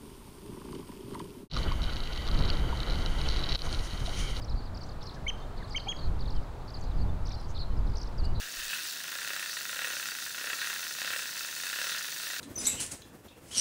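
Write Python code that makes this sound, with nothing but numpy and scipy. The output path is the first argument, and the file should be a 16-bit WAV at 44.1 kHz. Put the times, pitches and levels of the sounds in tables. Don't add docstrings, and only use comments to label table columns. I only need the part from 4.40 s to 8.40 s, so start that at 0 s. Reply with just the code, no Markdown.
import sys
import numpy as np
from scipy import signal
from scipy.fft import rfft, irfft
from scipy.io import wavfile
from scipy.ndimage import uniform_filter1d

SR = 44100
rng = np.random.default_rng(int(sys.argv[2]) if len(sys.argv) > 2 else 0)


def put_to_file(sound):
    columns = np.atleast_2d(sound).T
    safe = np.clip(columns, -1, 1)
    whole_steps = np.round(safe * 32767)
    wavfile.write(sys.argv[1], SR, whole_steps.astype(np.int16))


N = 176400
T = np.arange(N) / SR
CHIRP_WAVER = 0.025


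def undb(db):
    return 10 ** (np.asarray(db) / 20)


def noise(points):
    hz, db = np.array(points, float).T
    freqs = np.maximum(np.fft.rfftfreq(N, 1 / SR), 1)
    colour = undb(np.interp(np.log(freqs), np.log(hz), db))
    y = irfft(rfft(rng.standard_normal(N)) * colour, N)
    return y / y.std()


def walk(rate):
    step = max(int(SR / rate), 2)
    return uniform_filter1d(np.repeat(rng.standard_normal(N // step + 1), step), step)[:N]


def turn(hz):
    return 2 * np.pi * np.cumsum(hz) / SR


def around(moment, reach):
    i = np.flatnonzero(np.abs(T - moment) < reach)
    return i, T[i] - moment


def swell(u):
    return np.cos(np.pi * np.clip(u, -.5, .5))


def wind():
    # time in seconds, level in dB.
    gusts = [(0, -33.5), (.1, -35.5), (.15, -26), (.22, -33), (.6, -39), (1.05, -37.5), (1.57, -36),
             (1.66, -29), (1.98, -27.5), (2.07, -36.5), (2.47, -34.5), (2.56, -26.5), (2.66, -22),
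             (2.85, -33.5), (3.02, -37.5), (3.35, -27), (3.72, -33.5), (3.87, -26.5)]
    # frequency in Hz, relative level in dB.
    buffet_colour = [(10, 0.5), (22, -0.5), (33, -1), (50, -6), (100, -12), (170, -21.5), (300, -31),
                     (700, -42.5), (2000, -60), (16000, -120)]
    # frequency in Hz, relative level in dB.
    rush_colour = [(20, -4), (100, 11), (200, 2), (320, -0.5), (500, -2), (850, -2), (1300, -7),
                   (2000, -17), (2800, -21), (4200, -21), (5500, -28), (7000, -29), (10000, -33.5),
                   (15500, -39.5)]
    buffet = noise(buffet_colour) * undb(np.interp(T, *np.array(gusts).T) + 1.96 * walk(9.9))
    rush = noise(rush_colour) * undb(-45 + .5 * walk(3.28))
    return buffet + rush


def rustles():
    # peak time in seconds, width in seconds, band centre in Hz, level in dB.
    scrapes = [(.75, .007, 5230, -57), (2.913, 0.0045, 2280, -52), (3.015, .003, 10000, -67),
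               (3.104, 0.015, 6140, -58.5), (3.851, 0.0046, 8300, -59.5)]
    # multiple of the centre frequency, relative level in dB.
    colour = [(.25, -40), (.7, -13), (1, 0), (1.4, -17), (2, -32), (4, -50)]
    out = np.zeros(N)
    for peak, width, hz, db in scrapes:
        grain = undb(db + 2.6 * walk(600))
        envelope = np.exp(-((T - peak) / width) ** 2 / 2)
        out += grain * envelope * noise([(hz * ratio, band_db) for ratio, band_db in colour])
    return out


def field_echo(sound, build_s, t60_s=0.49):
    t = T[:SR]
    tail = rng.standard_normal(SR) * undb(-60 * t / t60_s) * (1 - np.exp(-t / build_s))
    return signal.fftconvolve(sound, tail / np.linalg.norm(tail))[:N]


def chirp(centre, hz, fall, db, waver):
    # pitch in Hz, gain in dB.
    voice = [(2500, -24), (3400, 4.5), (4100, -2.5), (5600, -1.5), (6200, -2), (6800, -14), (8000, -11)]
    width = .0038 * (80 / fall) ** .33
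    i, t = around(centre, 2.8 * width)
    u = t / width
    bend = 1 - .11 * np.exp(-u ** 2) + .08 * np.minimum(u, 0) ** 2
    pitch = (hz - fall * 1000 * t * bend) * waver[i]
    envelope = np.exp(-u ** 2 / 2) * undb(db + np.interp(pitch, *np.array(voice).T))
    return i, envelope * signal.windows.tukey(len(i), .2) * np.sin(turn(pitch))


def flock(chirps_per_s=43):
    out, waver = np.zeros(N), 1 + CHIRP_WAVER * walk(500)
    beats = np.arange(0, T[-1], 1 / chirps_per_s)
    for beat, (late, high, steep, loud) in zip(beats, rng.standard_normal((600, 4))):
        i, note = chirp(beat + .004 * late, hz=4340 * (1 + .11 * high),
                        fall=63 * np.exp(.4 * steep), db=-72.5 + 3 * loud, waver=waver)
        out[i] += note
    return out


def distant_birds():
    # midpoint and length in seconds, start and end pitch in Hz, level in dB.
    slurs = [(0.772, .016, 1800, 1540, -48.5), (1.033, 0.041, 3550, 3650, -57.5),
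             (1.21, .02, 2100, 1990, -52.5), (1.227, 0.013, 1950, 1480, -45.5),
             (1.97, 0.045, 3300, 2880, -55), (2.698, 0.023, 3650, 3420, -57.5),
             (2.985, 0.057, 4230, 4080, -54), (3.317, 0.031, 3180, 2940, -60),
             (3.875, .105, 2850, 2940, -58.5)]
    out, waver = np.zeros(N), 1 + 0.01 * walk(400)
    for centre, length, start_hz, end_hz, db in slurs:
        i, t = around(centre, length / 2)
        pitch = np.linspace(start_hz, end_hz, len(i)) * waver[i]
        out[i] += undb(db) * swell(t / length) ** .5 * np.sin(turn(pitch))
    return out


def chatter(gap_s=.01):
    # midpoint in seconds, pitch in Hz, fall in Hz per ms, base level in dB.
    clear_chirps = [(0.0249, 4850, 60, -45), (0.0347, 4450, 45, -48.5), (0.0484, 5400, 180, -43.5),
                    (0.0878, 4150, 30, -48), (0.1008, 5050, 60, -43.5), (0.1088, 4550, 60, -45),
                    (0.1159, 4150, 30, -47), (0.187, 4650, 60, -47), (0.195, 4500, 20, -50),
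                    (0.2728, 4100, 60, -52), (0.3512, 4850, 60, -45), (0.3616, 4500, 105, -49),
                    (0.3761, 4900, 175, -42.5), (0.415, 4700, 68, -44), (0.424, 4500, 97, -44.5),
                    (0.438, 5000, 135, -42), (0.4963, 4500, 80, -45.5), (0.521, 4550, 80, -49),
                    (0.631, 5050, 230, -42), (0.641, 5350, 230, -46), (0.6605, 4750, 135, -45),
                    (0.6717, 4950, 175, -39.5), (0.6804, 4250, 20, -46), (0.6943, 4200, 105, -41.5),
                    (0.7088, 4100, 80, -47.5), (0.7453, 4500, 230, -47.5), (1.182, 4350, 80, -45.5),
                    (1.1923, 4150, 175, -54), (1.2322, 3850, 135, -54), (1.247, 4250, 45, -46.5),
                    (1.3115, 4800, 60, -43.5), (1.325, 4550, 105, -41), (1.3359, 4950, 175, -41.5),
                    (1.377, 4750, 80, -40.5), (1.3887, 4450, 89, -45), (1.4048, 4550, 60, -39),
                    (1.4614, 4450, 60, -49), (1.589, 4150, 80, -47), (1.613, 4350, 20, -47),
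                    (1.632, 4250, 20, -44.5), (1.6429, 4150, 60, -45), (1.6582, 4250, 60, -45.5),
                    (1.6685, 4150, 80, -52), (1.796, 4200, 175, -48), (1.811, 4550, 105, -40.5),
                    (1.8235, 4250, 135, -46), (1.8612, 4050, 105, -47), (1.8817, 4250, 60, -43.5),
                    (1.8922, 4000, 105, -47.5), (1.909, 4650, 175, -43), (1.9235, 4500, 135, -50),
                    (1.9685, 4400, 175, -50), (2.2827, 4650, 80, -46), (2.293, 4450, 135, -47),
                    (2.3065, 4900, 175, -45), (2.3463, 4600, 80, -39), (2.3556, 4400, 80, -44),
                    (2.3716, 4550, 80, -43), (2.4284, 4400, 65, -49), (2.452, 4500, 105, -50),
                    (2.6165, 4600, 20, -50), (2.628, 4450, 60, -49), (2.8639, 4700, 175, -43.5),
                    (2.8726, 5750, 200, -43), (2.8824, 4350, 230, -45), (2.9054, 4100, 230, -47),
                    (2.9158, 4150, 135, -42.5), (2.9316, 4350, 230, -44), (2.9448, 4600, 60, -41.5),
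                    (3.0034, 5250, 105, -48.5), (3.153, 4100, 105, -43), (3.1658, 4100, 80, -39),
                    (3.1783, 4100, 230, -41), (3.1933, 4300, 60, -38.5), (3.2046, 4300, 80, -37.5),
                    (3.2176, 4250, 80, -34.5), (3.2326, 4200, 60, -39.5), (3.5605, 4650, 200, -42),
                    (3.5722, 5450, 230, -39), (3.5843, 5250, 230, -40), (3.6045, 4700, 60, -47),
                    (3.6176, 5100, 175, -39), (3.6332, 5200, 230, -40.5), (3.6583, 4150, 20, -52),
                    (3.676, 5050, 175, -46.5), (3.786, 4900, 74, -44), (3.795, 4700, 20, -47),
                    (3.8043, 4300, 45, -45.5), (3.8426, 4150, 21, -45), (3.8567, 4650, 20, -39.5),
                    (3.8697, 4400, 45, -64), (3.9585, 4200, 80, -51)]
    # pitch in Hz, fall in Hz per ms, base level in dB.
    runs = [(0.081, 0.132, 4070, 60.1, -49.5), (0.157, 0.293, 4290, 59.8, -54),
            (0.437, .53, 4380, 79.8, -60.5), (0.614, 0.725, 4410, 165, -49.5),
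            (1.166, 1.288, 4090, 95, -56), (1.279, 1.495, 4510, 121.4, -53.5),
            (1.568, 1.684, 4200, 81, -52.5), (1.843, 1.98, 4500, 131, -54), (2.44, 2.53, 4250, 90.8, -57.5),
            (2.542, 2.64, 4460, 34.7, -57), (2.853, 2.956, 5070, 174, -47.5), (2.978, 3.06, 4800, 141, -56),
            (3.464, 3.679, 4750, 131, -55.5), (3.946, 4.025, 4280, 100, -50.5),
            (0.976, 1.03, 4200, 129, -58.5), (1.998, 2.055, 4700, 121, -63), (2.214, 2.24, 4220, 91, -63),
            (3.365, 3.41, 4650, 55, -60), (.4, .52, 6900, 251, -54), (1.283, 1.32, 7300, 250, -48.5),
            (2.327, 2.46, 6950, 248, -54)]
    out, waver = np.zeros(N), 1 + CHIRP_WAVER * walk(500)
    notes = [(centre, hz, fall, db + .5) for centre, hz, fall, db in clear_chirps]
    clear_times = np.array(clear_chirps)[:, 0]
    for (start, end, hz, fall, db), scatter in zip(runs, rng.standard_normal((len(runs), 40, 4))):
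        for beat, (late, high, steep, loud) in zip(np.arange(start, end, gap_s), scatter):
            if np.abs(clear_times - beat).min() > gap_s / 2:
                notes.append((beat + .0025 * late, hz * (1 + .059 * high),
                              fall * np.exp(.4 * steep), db + 4 * loud))
    for settings in notes:
        i, note = chirp(*settings, waver)
        out[i] += note
    return out


def killdeer(lead_s=0.017, lead_glide=0.19):
    # jump time and whistle length in seconds, top pitch in Hz, tilt as a share of
    # pitch, level and mid-whistle dip in dB, lead-in pitch in Hz, lead-in and undertone levels in dB.
    calls = [(.879, .024, 3170, 0, -28, 0, 2230, -28, -65),
             (1.360, .0215, 3160, -.01, -29, 0, 2210, -28, -65),
             (1.483, .041, 3320, .04, -29, 6, 2400, -42, -35)]
    # share of its length, share of the top pitch, gain in dB.
    arch = [(-.06, .76, -25), (.02, .93, -6), (.11, .985, 0), (.35, 1, 0), (.6, .995, -.5),
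            (.8, .965, -1.5), (.94, .9, -3), (1.04, .67, -13), (1.2, .52, -18), (1.4, .46, -45)]
    # harmonics 2 and 3, in dB against the call's level.
    overtone_db = [-12.5, -40]
    out, waver, flutter = np.zeros(N), 1 + .0053 * walk(900), undb(0.88 * walk(350))
    arch_time, arch_pitch, arch_db = np.array(arch).T
    for jump, length, top_hz, tilt, db, dip_db, lead_hz, lead_db, under_db in calls:
        i, t = around(jump, 2 * length)
        u = t / length
        phase = turn(top_hz * np.interp(u, arch_time, arch_pitch) * (1 + tilt * (u - .5)) * waver[i])
        envelope = undb(np.interp(u, arch_time, arch_db)) * (u > arch_time[0]) * (u < arch_time[-1])
        fundamental = undb(-dip_db * swell((u - .62) / 0.65) ** 2) * np.sin(phase)
        overtones = sum(undb(level) * np.sin(k * phase) for k, level in enumerate(overtone_db, 2))
        out[i] += undb(db) * envelope * (fundamental + envelope * overtones)

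        i, t = around(jump - .0075, lead_s / 2)
        u = t / lead_s
        phase = turn(lead_hz * (1 + lead_glide * u) * waver[i])
        out[i] += swell(u) ** 2 * undb(lead_db) * (np.sin(phase) + undb(-29) * np.sin(2 * phase))
        out[i] += swell(u) * undb(under_db) * np.sin(phase / 3)
    return out * flutter


def scene():
    near = killdeer()
    far = chatter() + flock() + distant_birds()
    scattered = signal.sosfilt(signal.butter(3, 2560, "high", fs=SR, output="sos"), near)
    near_echo = undb(-16) * field_echo(scattered, build_s=0.014)
    far_echo = undb(-13.5) * field_echo(far, build_s=0.0011)
    return (near + far + near_echo + far_echo + rustles() + wind())[None]


def record(dry):
    return signal.sosfilt(signal.ellip(10, .1, 80, 15700, fs=SR, output="sos"), dry)


dry = scene()
out = record(dry)
put_to_file(out)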